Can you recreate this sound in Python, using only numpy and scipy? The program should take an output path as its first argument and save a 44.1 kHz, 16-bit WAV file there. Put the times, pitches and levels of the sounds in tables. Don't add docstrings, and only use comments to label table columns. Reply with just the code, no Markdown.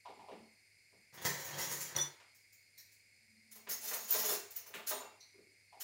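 import sys
import numpy as np
from scipy import signal
from scipy.fft import rfft, irfft
from scipy.io import wavfile

SR = 44100
rng = np.random.default_rng(int(sys.argv[2]) if len(sys.argv) > 2 else 0)


def wav_record(signal):
    frames = np.transpose(np.atleast_2d(signal))
    bounded = np.clip(frames, -1, 1)
    quanta = np.round(bounded * 32767).astype(np.int16)
    wavfile.write(sys.argv[1], SR, quanta)


N = 257103
TIME = np.arange(N) / SR


def from_db(db):
    return 10 ** (np.asarray(db) / 20)


def rms_one(x):
    return x / np.sqrt(np.mean(x ** 2) + 1e-20)


def unit_energy(x):
    return x / np.sqrt(np.sum(x ** 2) + 1e-20)


def at_hz(points, hz):
    table = np.array(points)
    return np.interp(np.log(hz + 1), np.log(table[:, 0]), table[:, 1])


def level_curve(points_s, levels_db):
    return lambda t: from_db(np.interp(t, points_s, levels_db, left=-200, right=-200))


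def band(x, low, high, order=3):
    edges = [low, min(high, SR / 2 - 100)]
    return signal.sosfilt(signal.butter(order, edges, "band", fs=SR, output="sos"), x + 1e-18)


def through(x, response):
    return signal.oaconvolve(x, response)[:N]


def colour(spectrum, peaks, size=2048):
    hz = np.fft.rfftfreq(size, 1 / SR)
    db = at_hz(spectrum, hz) + sum(boost / (1 + (2 * (hz - f) / width) ** 2) for f, width, boost in peaks)
    cepstrum = irfft(np.log(from_db(db)))
    cepstrum[1:size // 2] *= 2
    cepstrum[size // 2 + 1:] = 0
    return irfft(np.exp(rfft(cepstrum)))


def dying(start, t60, rise_s=0.0028):
    rise = np.clip((TIME - start) / rise_s, 0, 1)
    return rise * from_db(-60 * np.clip((TIME - start) / t60, 0, 2))


def drift(rate_hz):
    hz = np.fft.rfftfreq(N, 1 / SR)
    count = int(np.sum(hz < 200))
    white = rfft(rng.standard_normal(4 * count))
    slow = irfft(white / (1 + (hz[:2 * count + 1] / rate_hz) ** 4))
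    return np.interp(np.linspace(0, len(slow) - 1, N), np.arange(len(slow)), rms_one(slow))


def tone(hz, waver):
    phase = 2 * np.pi * hz * TIME
    steady = (np.sqrt(2) + waver * drift(37)) * np.sin(phase)
    return rms_one(steady + waver * drift(22) * np.cos(phase))


def ring(force, hz, t60):
    r, w = from_db(-60 / (t60 * SR)), 2 * np.pi * hz / SR
    mode = signal.lfilter([0, np.sin(w)], [1, -2 * r * np.cos(w), r * r], force + 1e-18)
    return np.sqrt(2 * (1 - r * r)) * mode


def resonance(hz, octaves, size=8192):
    half = 2 ** (octaves / 2)
    return unit_energy(band(signal.unit_impulse(size), hz / half, hz * half, order=2))


# [f/Hz, t60/s]
ROOM_DECAY = [(100, 0.4), (400, 0.39), (1000, 0.48), (3000, 0.49), (7000, 0.41), (11000, 0.34),
              (16000, 0.33)]


def kitchen(direct_db=-17, build_s=0.0035, early_db=-2, early_s=0.008):
    t = TIME[:SR // 2]
    edges = np.geomspace(40, 20000, 10)
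    white, hz, tail = rfft(rng.standard_normal(len(t))), np.fft.rfftfreq(len(t), 1 / SR), 0
    swell = (1 + from_db(early_db) * np.exp(-t / early_s)) * (1 - np.exp(-t / build_s))
    for low, high in zip(edges, edges[1:]):
        decay = from_db(-60 * t / at_hz(ROOM_DECAY, np.sqrt(low * high)))
        echoes = irfft(white * (hz >= low) * (hz < high), len(t)) * swell * decay
        tail = tail + unit_energy(echoes) * np.sqrt(high - low)
    response = unit_energy(tail)
    response[0] += from_db(direct_db)
    return unit_energy(response)


# [f/Hz, relative level per Hz/dB]
HISS_COLOUR = [(25, -10), (70, -5), (150, -2.5), (300, -4.5), (600, -7), (1200, -17.5), (1700, -3),
               (2500, 3), (3100, -13.5), (4400, -5), (7000, -7.5), (11700, -9), (12400, -24.5),
               (16000, -40.5)]
# [f/Hz, width/Hz, boost/dB]
HISS_BANDS = [(2170, 353, 12.7), (4353, 84, 15), (4906, 420, 12.7), (7300, 73, 13), (8790, 170, 12.5),
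              (15200, 2100, 24)]
# [t/s, level/dB]
DRONE_LEVEL = [(3.1, -99), (3.35, -75), (4.05, -71.5), (4.25, -90)]
DRONE_HZ, HUM_HZ, HUM_DB, HISS_DB = 219, 101.6, -82.5, -68


def background():
    hiss = rms_one(through(rng.standard_normal(N), colour(HISS_COLOUR, HISS_BANDS)))
    hum = from_db(HUM_DB) * tone(HUM_HZ, waver=0.51)
    drone = level_curve(*np.transpose(DRONE_LEVEL))(TIME) * tone(DRONE_HZ, waver=0.67)
    return from_db(HISS_DB) * hiss + hum + drone


GRAZE_S, GRAZE_DB = .005, -12.5

# [t/s, f/Hz, relative level/dB, width/octaves, rebound against the first contact/dB]
KNOCKS_AND_CLINKS = [(0.057, 834, -48, 0.51, -7.5), (.17, 282, -62, 0.67, -14),
                     (0.194, 830, -52.5, 0.32, -14), (.286, 667, -48.5, 0.95, -2),
                     (0.365, 227, -59.5, 0.22, -14), (.929, 417, -68, 1.8, -6.5),
                     (2.202, 1260, -60, 2.5, -32), (2.778, 4200, -62.5, 0.2, -30),
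                     (3.673, 673, -50.5, 3.4, -11), (3.914, 1590, -47, 1.2, -3),
                     (4.192, 233, -56.5, 0.33, -21), (4.31, 414, -45, 0.54, -21.5),
                     (4.663, 890, -60.5, 2.3, -5), (4.74, 2030, -44.5, 1.6, -15),
                     (4.746, 390, -51.5, 1.6, -31), (5.008, 800, -49, 1.24, -12.5),
                     (5.205, 5960, -61, 0.11, -25), (5.208, 4220, -59, 0.18, -23),
                     (5.342, 346, -62, 0.3, -24), (5.382, 340, -61, 0.85, -21),
                     (5.728, 790, -55.5, 0.36, -15.5)]
REBOUND_S, REBOUND_PITCH, REBOUND_OCTAVES = .031, .5, 1.16
TICK_PITCH, TICK_OCTAVES, TICK_DB = 2.9, 1.27, -14
FIRM_DB, TICK_GROWTH = -51, 0.3


def knocks_and_clinks(level_db, second_tick_db=4):
    out = np.zeros(N + SR)
    for s, hz, db, octaves, rebound_db in KNOCKS_AND_CLINKS:
        tick_db = db + TICK_DB + TICK_GROWTH * (db - FIRM_DB)
        tick = from_db(tick_db) * resonance(hz * TICK_PITCH, TICK_OCTAVES)
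        first = from_db(db) * resonance(hz, octaves) + tick
        lower = from_db(db) * resonance(hz * REBOUND_PITCH, REBOUND_OCTAVES)
        second = lower + from_db(second_tick_db) * tick
        graze = (s - GRAZE_S, from_db(GRAZE_DB) * first)
        rebound = (s + REBOUND_S, from_db(rebound_db) * second)
        for start, contact in [graze, (s, first), rebound]:
            at = int(start * SR)
            out[at:at + len(contact)] += contact
    return from_db(level_db) * out[:N]


# [t/s, f/Hz, level/dB]
SINGING_PIECES = [(4.106, 14680, -26.5), (4.121, 14530, -22), (4.16, 5590, -44.5), (4.291, 3520, -48),
                  (4.3, 5380, -46), (4.562, 14700, -36), (4.748, 12600, -67), (4.871, 6800, -53),
                  (4.89, 15270, -37), (4.944, 8823, -49.5), (4.995, 11430, -57.5), (5.003, 7030, -55.5)]
# [f/Hz, t60/s]
SINGING_DECAY = [(3500, 0.27), (6500, .38), (12500, 0.22), (14600, 0.08)]


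def free_rings():
    return sum(from_db(db) * dying(s, at_hz(SINGING_DECAY, hz)) * tone(hz, waver=0.44)
               for s, hz, db in SINGING_PIECES)


# [f/Hz, relative level/dB, free t60/s]
SPOON_MODES = [(3510, -7.5, 0.27), (5898, 1, 0.2), (6300, -25, 0.34), (6750, -19, 0.17), (8860, -19, 0.21),
               (12000, -29, 0.15)]
# [t/s, relative level/dB, tilt/dB per octave, share of the free ring time]
SPOON_TOUCHES = [(1.963, -21.5, 11, 0.11), (1.985, -39, -13.5, 0.35), (1.997, -36, -1.5, 0.7),
                 (2.011, -31, 4.5, 0.89), (2.024, -47, 5, 0.88)]


def spoon(pivot_hz=5900):
    out = np.zeros(N)
    for hz, mode_db, t60 in SPOON_MODES:
        energy = 0
        for s, db, tilt_db, free in SPOON_TOUCHES:
            touch_db = db + mode_db + tilt_db * np.log2(hz / pivot_hz)
            energy = energy + (from_db(touch_db) * dying(s, t60 * free)) ** 2
        out += np.sqrt(energy) * tone(hz, waver=.35)
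    return out


def blows(times, levels_db, shares_db, bounce_s=.006, bounce_db=-6, count=3):
    force = np.zeros(N + SR)
    gaps = bounce_s * rng.uniform(.4, 1.6, (len(times), count))
    clicks = unit_energy(from_db(bounce_db * np.arange(count)))
    for s, db, gap in zip(times, levels_db, gaps):
        at = ((s + np.cumsum(gap) - gap[0]) * SR).astype(int)
        force[at] += from_db(db) * clicks * rng.choice([-1, 1], count)
        force[int((s - GRAZE_S) * SR)] += from_db(db + GRAZE_DB)
    return np.outer(from_db(shares_db), force[:N])


def slide(pressure, shares_db, per_s=280, spread_db=3.5):
    sizes = from_db(spread_db * np.minimum(rng.exponential(1, N), 4)) * rng.choice([-1, 1], N)
    ticks = rms_one(sizes * (rng.random(N) < per_s / SR))
    return np.outer(from_db(shares_db), pressure * ticks)


def thump(force, resonances):
    return through(force[0], sum(from_db(db) * resonance(hz, octaves) for hz, octaves, db in resonances))


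REGISTER_EDGES = [250, 1200, 4500, 9000, 17000]
# [f/Hz, width/Hz, boost/dB]
STEEL_RESONANCES = [(1800, 740, 12), (5790, 190, 3.5), (6710, 540, 6), (10640, 430, 0.5),
                    (16500, 1500, 3.5)]
CLINK_T60_S = .05


def cutlery(force, spectrum, clink_db, clink_t60, count=24):
    crack, out = colour(spectrum, STEEL_RESONANCES), np.zeros(N)
    for register, (push, low, high) in enumerate(zip(force, REGISTER_EDGES, REGISTER_EDGES[1:])):
        out += through(push, unit_energy(band(crack, low, high, order=4)))
        if register == 0:
            continue
        pitches = np.linspace(low, high, count + 1)[:-1] + rng.uniform(0, (high - low) / count, count)
        strengths = rms_one(np.abs(signal.freqz(crack, worN=pitches, fs=SR)[1]))
        piece = rng.integers(0, count // 2, N)
        clinks = sum(strength * ring(push * (piece == k // 2), hz, clink_t60)
                     for k, (hz, strength) in enumerate(zip(pitches, strengths)))
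        out += from_db(clink_db) * band(clinks, low, high, order=2)
    return out


STEEL_SHARES = [-19, -8, -1, 1]
STONE_SHARES = [1.5, -2, -9, -25]
# [t/s, steel relative level/dB, stone same]
STONE_HITS = [(1.142, -57.5, -57), (1.176, -79, -53), (1.219, -50.5, -50.5), (1.251, -40.5, -37.5),
              (1.261, -41.5, -62), (1.445, -51, -58.5), (1.585, -45, -58), (1.602, -46.5, -58),
              (1.716, -41.5, -46.5), (1.808, -43, -79), (1.952, -72, -46.5), (1.964, -42, -41.5),
              (2.349, -66.5, -100), (2.527, -67.5, -95), (2.779, -58, -92), (2.919, -67.5, -95)]
# [t/s, steel relative level/dB, stone relative level/dB]
STONE_SWEEP = [(1.14, -73, -66), (1.208, -64, -82), (1.33, -55, -55), (1.402, -52, -59),
               (1.546, -49.5, -53), (1.652, -43.5, -55.5), (1.766, -51.5, -61.5), (1.858, -50, -65.5),
               (1.945, -67, -59.5)]
# [f/Hz, relative level per Hz/dB]
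STONE_COLOUR = [(120, -7), (200, -14), (268, -12.5), (322, -7), (509, -5.5), (821, -11.5), (916, -4),
                (1140, -11), (2330, 1), (3620, 2.5), (6640, 12), (8270, 1.5), (13600, 5.5), (15100, 10),
                (16000, 7)]
# [f/Hz, width/octaves, relative level/dB]
SLAB_RESONANCES = [(126, 0.94, -11), (143.3, 0.075, -10.5), (175.7, 0.082, -13)]


def worktop(hit_db=28, steel_slide_db=-5, stone_slide_db=2, clink_db=-3, lead_s=0.018):
    s, steel_db, stone_db = np.transpose(STONE_HITS)
    hits = blows(s, steel_db, STEEL_SHARES) + blows(s, stone_db, STONE_SHARES)
    s, *sweep_db = np.transpose(STONE_SWEEP)
    steel, stone = (level_curve(s, db)(TIME + lead_s) for db in sweep_db)
    force = from_db(hit_db) * hits
    force += from_db(steel_slide_db) * slide(steel, STEEL_SHARES)
    force += from_db(stone_slide_db) * slide(stone, STONE_SHARES)
    clatter = cutlery(force, STONE_COLOUR, clink_db, CLINK_T60_S)
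    return through(clatter, kitchen(direct_db=-9.5, build_s=0.0029)) + thump(force, SLAB_RESONANCES)


PLASTIC_SHARES = [1.5, -5.5, -23, -14]
# [t/s, length/s, steel relative level/dB, plastic relative level/dB]
BASKET_JOSTLES = [(3.789, 0.29, -39, -51.5), (4.065, .26, -31.5, -43.5)]
JOSTLE_ATTACK_S, SETTLE_DB_PER_S = 0.039, 47


def jostles():
    steel, plastic = np.zeros((2, N))
    for start, length, steel_db, plastic_db in BASKET_JOSTLES:
        settling = dying(start, 60 / SETTLE_DB_PER_S, JOSTLE_ATTACK_S) * (TIME < start + length)
        steel += from_db(steel_db) * settling
        plastic += from_db(plastic_db) * settling
    return slide(steel, STEEL_SHARES) + slide(plastic, PLASTIC_SHARES)


# [f/Hz, relative level/dB, t60/s]
BUNDLE_MODES = [(417.3, -3, 0.51), (869.6, -5.5, 0.52), (2722, -7, 1), (3640, -6, 0.059), (4254, -3, 0.28),
                (5390, -5.5, 0.46), (6400, -16, 0.43), (6900, -32, .3), (8990, -10, 0.36),
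                (10830, -2, 0.091), (11530, -1.5, 0.16), (11800, -15, .22), (13150, -0.5, 0.071),
                (14400, 3, .2), (15700, -9, 0.27), (15500, -2, .18)]
SET_DETUNE = .0054


def bundle(force, ring_db=-7, uneven_db=3.5, rise_s=0.01):
    out, rise = np.zeros(N), np.exp(-1 / (rise_s * SR))
    feed = signal.lfilter([1 - rise], [1, -rise], force ** 2 + 1e-18)
    for hz, db, t60 in BUNDLE_MODES:
        keep = from_db(-120 / (t60 * SR))
        register = np.searchsorted(REGISTER_EDGES, hz) - 1
        uneven_feed = feed[register] * from_db(uneven_db * drift(22)) ** 2
        energy = signal.lfilter([1 - keep], [1, -keep], uneven_feed)
        spread_hz = 8 + SET_DETUNE * hz
        cluster = rms_one(band(rng.standard_normal(N), hz - spread_hz, hz + spread_hz, order=2))
        out += from_db(db + ring_db) * np.sqrt(energy) * cluster
    return out


# [t/s, clink relative level/dB, landing relative level/dB]
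BASKET_DROPS = [(3.514, -59.5, -67.5), (3.554, -60, -70), (3.691, -45, -63.5), (3.708, -43, -70),
                (3.829, -56, -64), (3.877, -44.5, -48.5), (3.932, -43.5, -69), (4.102, -47.5, -44),
                (4.124, -44, -57), (4.198, -48, -45.5), (4.25, -41, -43), (4.284, -40.5, -51.5),
                (4.31, -45, -64), (4.334, -45.5, -80), (4.505, -57, -78), (4.558, -50.5, -67.5),
                (4.663, -59, -67.5), (4.741, -58.5, -55.5), (4.87, -41.5, -41), (4.89, -43.5, -59),
                (5.804, -46.5, -52)]
FALL_S = .036
# [f/Hz, relative level per Hz/dB]
BASKET_COLOUR = [(120, -40), (200, -26), (373, -17.5), (409, -5.5), (558, -3.5), (1710, -14.5),
                 (3190, -5.5), (3490, -5), (4860, -6.5), (6760, -1.5), (7970, -9.5), (11300, -2),
                 (13800, -4), (15100, 7.5), (16000, -0.5)]
# [f/Hz, width/octaves, relative level/dB]
RACK_RESONANCES = [(120, 1.9, -27.5), (243.5, 0.23, -20), (417, 0.12, -8)]


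def basket(hit_db=29, slide_db=-8, width_db=-13):
    s, steel_db, landing_db = np.transpose(BASKET_DROPS)
    drops = blows(s, steel_db, STEEL_SHARES) + blows(s + FALL_S, landing_db, PLASTIC_SHARES)
    force = from_db(hit_db) * drops + from_db(slide_db) * jostles()
    clatter = cutlery(force, BASKET_COLOUR, clink_db=-6.0, clink_t60=CLINK_T60_S)
    clatter = clatter + thump(force, RACK_RESONANCES)
    side = from_db(width_db) * band(through(clatter, kitchen()), 7000, 14000)
    return through(clatter, kitchen()) + bundle(force) + side * np.array([[1], [-1]])


def scene():
    rack = through(knocks_and_clinks(level_db=30.5), kitchen(direct_db=-10.0, build_s=0.0033))
    return background() + rack + free_rings() + spoon() + worktop() + basket()


CUTOFF_HZ = 15750


def record(dry):
    return signal.sosfilt(signal.ellip(12, .2, 80, CUTOFF_HZ, fs=SR, output="sos"), dry)


dry = scene()
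out = record(dry)
wav_record(out)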